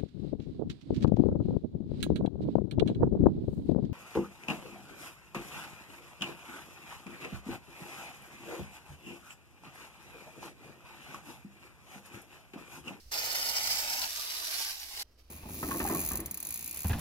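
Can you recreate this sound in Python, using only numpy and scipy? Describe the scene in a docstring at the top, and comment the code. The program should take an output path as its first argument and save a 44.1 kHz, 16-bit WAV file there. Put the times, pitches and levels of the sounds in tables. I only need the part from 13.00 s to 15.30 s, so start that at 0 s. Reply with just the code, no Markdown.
"""A foam lance sprays a car wheel in a garage, in three short scenes joined by hard cuts.
After a faint hiss, the jet sputters close up: turbulence and droplets hiss, foam drums on the tyre,
and sliding reflections comb-filter the sound. From further off the jet then sweeps smoothly over
the rim and excites its resonances. Thick slugs of foam splash in both passes. Last, a small brush
scrubs the wet spokes over the low rumble that lies under all three scenes."""
import sys
import numpy as np
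from scipy import signal
from scipy.fft import rfft, irfft
from scipy.io import wavfile
from scipy.ndimage import map_coordinates

SR = 44100
rng = np.random.default_rng(int(sys.argv[2]) if len(sys.argv) > 2 else 0)


def to_wav(sig):
    """Store sig (one row per channel, or 1-D mono) as 16-bit WAV at the path in sys.argv[1].

    Samples outside -1..1 are clipped; the rate is SR.
    """
    pcm = np.clip(np.atleast_2d(sig), -1, 1) * 32767
    pcm = np.round(pcm).astype(np.int16)
    wavfile.write(sys.argv[1], SR, pcm.T)  # frames by channels


N = 101429

TREAD_S, RIM_S, BRUSH_S = 0.1154, 1.071, 2.028  # where the scenes start
GARAGE_T60_S, WHEEL_T60_S = 0.12, 0.045  # decay of sound scattered by the walls and around the wheel


def undb(db):
    """Amplitude grows tenfold every 20 dB."""
    return 10 ** (np.asarray(db) / 20)


def unit(x):
    """Normalisation to unit RMS."""
    return x / np.sqrt(np.mean(x ** 2))


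def clock():
    """Sample times in seconds."""
    return np.arange(N) / SR


def curve(rows, axis=1):
    """Linear interpolation of one column in time."""
    rows = np.array(rows)
    return np.interp(clock(), rows[:, 0], rows[:, axis])


def between(start_s, end_s, fade_s=0.0084):
    """A time window with short linear fades."""
    return np.clip((clock() - start_s) / fade_s + .5, 0, 1) * np.clip((end_s - clock()) / fade_s + .5, 0, 1)


def bell(middle_s, half_s):
    """A Gaussian swell as the jet passes a spot."""
    return np.exp(-((clock() - middle_s) / half_s) ** 2)


def slide(ends, span_s):
    """Accelerated motion between two values: the lance gathers speed through a pass."""
    return ends[0] + (ends[1] - ends[0]) * np.interp(clock(), span_s, (0, 1)) ** 1.5


def walk(rate_hz):
    """Smooth random fluctuation with a spread near 1."""
    return map_coordinates(rng.standard_normal(4096), [clock() * rate_hz], order=2, mode="wrap")


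def colour(x, rows, axis=1):
    """Spectral shaping by gains interpolated over log frequency."""
    rows, hz = np.array(rows), np.fft.rfftfreq(2 * N, 1 / SR)
    gain_db = np.interp(np.log(hz + 1), np.log(rows[:, 0]), rows[:, axis])
    return irfft(rfft(x, 2 * N) * undb(gain_db))[..., :N]


def glide(x, ratio):
    """Resampling scales all frequencies by a moving ratio."""
    return map_coordinates(x, [np.cumsum(ratio)], order=5, mode="mirror")


def late(x, delay_ms):
    """Propagation delay, which may vary in time."""
    return map_coordinates(x, [np.arange(N) - delay_ms * SR / 1000], order=3, mode="mirror")


def ring(x, modes):
    """Modal superposition: damped resonances add with alternating sign."""
    return sum((-1) ** k * undb(db) * signal.lfilter(*signal.iirpeak(hz, hz / width, SR), x)
               for k, (hz, width, db) in enumerate(modes))


def nearby(x, right_lag_ms, echoes, span_s):
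    """Comb filtering: direct sound and sliding reflections interfere at two microphone ports."""
    def port(direct, rows):
        reflected = sum(gain * late(direct, slide((start, end), span_s)) for start, end, gain in rows)
        return (direct + reflected) / np.sqrt(1 + sum(gain ** 2 for _, _, gain in rows))
    right = late(x, np.interp(clock(), span_s, right_lag_ms))
    return np.array([port(x, echoes[0]), port(right, echoes[1])])


def hollow(ports):
    """Interference with a very short reflection hollows the hiss at the tyre's shoulder."""
    gains = [peak * bell(middle_s=0.74, half_s=0.2) for peak in (0.08, 0.34)]
    return np.array([(x + g * late(x, delay_ms=0.38)) / np.hypot(1, g) for x, g in zip(ports, gains)])


def scatter(x, t60_s, count=5):
    """A diffuse field drifts as the source moves; the ports are coherent only in the bass."""
    t = np.arange(SR // 3) / SR
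    tails = rng.standard_normal((count, 2, len(t))) * undb(-60 * t / t60_s)
    echoes = sum(signal.fftconvolve(late(x, 0.209 * walk(rate_hz=3))[None], tail, axes=1)[:, :N]
                 for tail in tails)
    mid, side = echoes / np.linalg.norm(tails)
    side = colour(side, [(200, -35), (700, 3), (1400, 0.5)])
    return np.array([mid + side, mid - side])


def spray(drops, spread_db, flutter_db, flutter_hz, drops_per_s=2500):
    """Turbulent noise plus shot noise of uneven impacts, fluttering as the stream breaks up."""
    sizes = rng.choice([-1, 1], N) * undb(spread_db * np.minimum(rng.exponential(size=N), 3.5))
    impacts = (rng.random(N) < drops_per_s / SR) * sizes
    stream = rng.standard_normal(N) + drops * unit(impacts)
    return unit(stream * undb(flutter_db * walk(flutter_hz)))


def cloud(spectrum):
    """Widely spread droplets give a hiss that is incoherent between the ports."""
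    ports = [spray(drops=0.66, spread_db=2.0, flutter_db=-4.5, flutter_hz=310) for _ in range(2)]
    return np.array([unit(colour(port, spectrum)) for port in ports])


def background():
    """Shaped random noise: room air, a faint opening hiss and a rumble that sinks during the spraying."""
    # spectra of the three noises: frequency_hz, gain_db
    faint_spectrum = [(200, -11), (1000, -6), (2500, -0.5), (5500, 1.5), (8000, -1.5), (15000, 2.5)]
    rumble_spectrum = [(15, -2.5), (28, -5.5), (40, -2), (48, -8), (60, 4.5), (85, -5.5), (125, -17.5),
                       (200, -33), (600, -46)]
    air_spectrum = [(60, 14), (150, -14), (210, 2.5), (330, 2), (600, -3), (1500, -10.5), (4000, -20.5),
                    (15000, -40)]
    # envelopes of hiss and rumble: time_s, level_db
    faint_levels = [(0, -57), (.06, -63.5), (.11, -60)]
    rumble_levels = [(0, -60.5), (.1, -56), (.15, -63.5), (.8, -65), (1.3, -70), (1.75, -68.5), (2, -63),
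                     (2.3, -63.5)]
    stereo_noise = lambda width: rng.standard_normal(N) + width * rng.standard_normal((2, N))
    faint = unit(colour(rng.standard_normal((2, N)), faint_spectrum)) * undb(curve(faint_levels))
    rumble = unit(colour(stereo_noise(0.099), rumble_spectrum)) * undb(curve(rumble_levels))
    air = unit(colour(stereo_noise(0.43), air_spectrum)) * undb(-69.5)
    return faint * (clock() < TREAD_S) + rumble + air


def brush():
    """Friction noise: wet bristles flick over the spokes, louder under more pressure."""
    # noise of the bristles: frequency_hz, gain_db
    spectrum = [(500, 6), (1200, -1.5), (3000, 1.5), (5300, -3.5), (8000, -7.5), (15000, -1)]
    # pressure on the spokes: time_s, relative_level_db
    scrub = [(2.03, -70), (2.055, -75.5), (2.1, -74.5), (2.125, -71.5), (2.15, -76), (2.18, -73),
             (2.194, -65), (2.21, -69), (2.235, -73.5), (2.3, -72)]
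    flicks = spray(drops=0.81, spread_db=6, flutter_db=1.5, flutter_hz=200)
    bristles = unit(colour(flicks, spectrum)) * undb(curve(scrub) - 6)
    return (bristles + scatter(undb(8.5) * bristles, WHEEL_T60_S)) * (clock() > BRUSH_S)


def splashes(attack_s=0.002, decay_s=0.016):
    """Impact transients: each slug of foam bursts into noise that decays exponentially."""
    # slugs striking the wheel: start_s, level_db
    slugs = [(0.346, -45), (1.015, -33.5), (1.03, -39.5), (1.538, -39)]
    # noise of a splash: frequency_hz, gain_db
    spectrum = [(200, -42), (2600, -0.5), (4400, 4.5), (6000, -13), (12000, -9)]
    burst = lambda age: np.clip(age / attack_s, 0, 1) * np.exp(-np.abs(age) / decay_s)
    return cloud(spectrum) * sum(undb(db) * burst(clock() - start_s) for start_s, db in slugs)


def foam_on_rim():
    """At a distance the diffuse field dominates the hiss; drops excite the modes of rim and spokes."""
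    # strength of the sweeping jet: time_s, relative_hiss_db, relative_patter_db
    sweep = [(1.08, -41, -58), (1.13, -39.5, -58), (1.25, -40.5, -57), (1.47, -39.5, -57),
             (1.6, -36.5, -60), (1.715, -40.5, -61.5), (1.76, -46.5, -67), (1.83, -46, -64.5),
             (1.885, -48.5, -66.5), (1.96, -44.5, -62), (2.024, -39.5, -54)]
    # hiss on the rim: frequency_hz, gain_db
    spectrum = [(600, -23), (1250, -8), (1600, -3), (2600, -1), (3700, 1), (5000, -1.5), (9000, -3.5),
                (12000, 3), (15000, -0.5)]
    # resonances of the wheel: frequency_hz, bandwidth_hz, gain_db
    rim_modes = [(296, 115, -11.5), (432, 113, -5), (725, 240, -4.5), (927, 64, 3), (1184, 61, -1)]
    spoke_modes = [(1555, 47, 9), (1830, 63, -10)]
    # near reflections, left port then right: start_delay_ms, end_delay_ms, gain
    echoes = ([(3.45, 2.52, 0.42), (1.02, 1.03, 0.2)], [(2.83, 2.25, 0.65), (1.22, 1.4, 0.15)])
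    span_s = (RIM_S, BRUSH_S)
    hiss_gain = undb(curve(sweep) - 1.5)
    hiss = colour(spray(drops=0.85, spread_db=6.5, flutter_db=0.4, flutter_hz=301.6), spectrum)
    hiss = unit(hiss) * hiss_gain
    patter = ring(spray(drops=0.87, spread_db=3.5, flutter_db=2.0, flutter_hz=57.55), rim_modes)
    patter = glide(patter, slide((1.0, 0.89), span_s))  # the ring sinks as the jet moves on
    patter = unit(patter) * undb(curve(sweep, axis=2) + 0.5)
    spokes = ring(spray(drops=0.67, spread_db=6, flutter_db=4, flutter_hz=55.5), spoke_modes)
    spokes = unit(spokes) * undb(-57) * bell(middle_s=1.612, half_s=0.12)
    spatter = scatter(undb(-4) * hiss, WHEEL_T60_S)
    walls = scatter(undb(-1) * hiss + undb(-3) * patter, GARAGE_T60_S)
    droplets = cloud(spectrum) * hiss_gain
    direct = nearby(hiss + patter, (0.277, 0.11), echoes, span_s)
    return (direct + spokes + spatter + walls + droplets) * between(*span_s)


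def foam_on_tread():
    """Surges modulate the turbulent jet, its wash and its mist; blobs of foam drive the tyre's modes."""
    # strength of the sputtering jet: time_s, relative_level_db
    sputter = [(0.118, -41.5), (0.15, -35.5), (0.164, -39.0), (0.192, -35.5), (0.21, -42.0), (0.25, -34.0),
               (0.286, -39.0), (0.316, -34.5), (0.343, -43.0), (0.35, -29.5), (0.368, -37.0), (0.38, -33.0),
               (0.41, -39.5), (0.422, -33.5), (0.452, -39.0), (0.46, -32.5), (0.482, -36.5), (0.49, -31.5),
               (0.524, -42.0), (0.54, -34.5), (0.544, -39.0), (0.562, -31.8), (0.624, -38.5),
               (0.628, -35.5), (0.676, -30.0), (0.686, -37.0), (0.704, -28.0), (0.73, -32.0), (0.75, -37.0),
               (0.794, -33.0), (0.824, -40.0), (0.832, -34.5), (0.872, -41.0), (0.878, -35.0),
               (0.918, -38.0), (0.93, -33.5), (0.954, -39.5), (0.98, -36.0), (1.01, -40.0), (1.022, -37.0),
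               (1.068, -42.0)]
    # spectra of the jet, the foam washing over rubber and the fine mist: frequency_hz, gain_db
    jet_spectrum = [(150, -34), (1000, -14.5), (3000, -5), (4000, -1.5), (4600, 5), (5200, 4), (6500, -4),
                    (7400, -2.5), (9500, -9.5), (15000, -8.5)]
    wash_spectrum = [(600, -19), (1100, -4.5), (1700, 1), (2300, 2), (3200, 2), (3900, -1), (4800, -19),
                     (7000, -35)]
    mist_spectrum = [(3000, -18), (6500, -0.5), (9500, -5), (12500, 3.5), (15500, 2)]
    # resonances of the tyre: frequency_hz, bandwidth_hz, gain_db
    tyre_modes = [(276, 65, -4.5), (508, 250, -5), (673, 214, -4), (917, 105, -0.5)]
    # near reflections, left port then right: start_delay_ms, end_delay_ms, gain
    echoes = ([(1.62, 1.37, 0.85), (1.2, 1.2, 0.1)], [(1.47, 1.26, 0.75), (0.874, 0.8, 0.2),
              (2.33, 2.28, 0.12)])
    span_s, right_lag_ms = (TREAD_S, RIM_S), (0.22, 0.26)
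    surge_db = curve(sputter)
    swing_db = surge_db + 36  # swing about the mean; wash and mist follow about half of it
    wash_gain, mist_gain = undb(-43 + 0.5 * swing_db), undb(-38 + 0.47 * swing_db)
    jet = colour(spray(drops=0.51, spread_db=3.0, flutter_db=2.5, flutter_hz=403), jet_spectrum)
    jet = unit(glide(jet, slide((0.94, 1.09), span_s))) * undb(surge_db - 7)
    wash = colour(spray(drops=0.86, spread_db=2.5, flutter_db=0.5, flutter_hz=199.8), wash_spectrum)
    wash = unit(wash) * wash_gain
    mist = colour(spray(drops=0.64, spread_db=6, flutter_db=1.1, flutter_hz=390), mist_spectrum)
    mist = unit(mist) * mist_gain
    drum = ring(spray(drops=1.13, spread_db=4.5, flutter_db=0.7, flutter_hz=70.2), tyre_modes)
    drum = unit(drum) * undb(-46 - 2.5 * clock())
    drum = signal.sosfilt(signal.butter(2, 200, "high", fs=SR, output="sos"), drum)
    spatter = scatter(undb(-8.5) * jet + undb(-1.5) * mist, WHEEL_T60_S)
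    droplets = cloud(mist_spectrum) * mist_gain
    walls = scatter(undb(-7) * (jet + drum + wash) + undb(-3.5) * mist, GARAGE_T60_S)
    hiss = hollow(nearby(jet + wash + mist, right_lag_ms, echoes, span_s) + spatter + droplets)
    return (hiss + nearby(drum, right_lag_ms, echoes, span_s) + walls) * between(*span_s)


def scene():
    """Superposition of all sources at the two ports."""
    return foam_on_tread() + foam_on_rim() + splashes() + brush() + background()


def record(dry, cutoff_hz=15750):
    """Each microphone port resonates near 5 kHz; a steep low-pass limits the band."""
    # response of the ports: frequency_hz, left_db, right_db
    response = [(2030, 0.5, 2), (3020, 3, 3), (3340, -3, 0.5), (4520, 5.5, 8), (5670, 5.5, 9.5),
                (6330, 4.5, 0), (7550, -2, 3), (8100, -5, 3), (9050, -1, -1.5), (9800, -1.5, 1),
                (11600, -3, 1), (13700, -9.5, 0), (15900, -5, -7)]
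    ports = np.array([colour(dry[0], response, axis=1), colour(dry[1], response, axis=2)])
    return signal.sosfilt(signal.ellip(12, .1, 80, cutoff_hz, fs=SR, output="sos"), ports)


dry = scene()
out = record(dry)
to_wav(out)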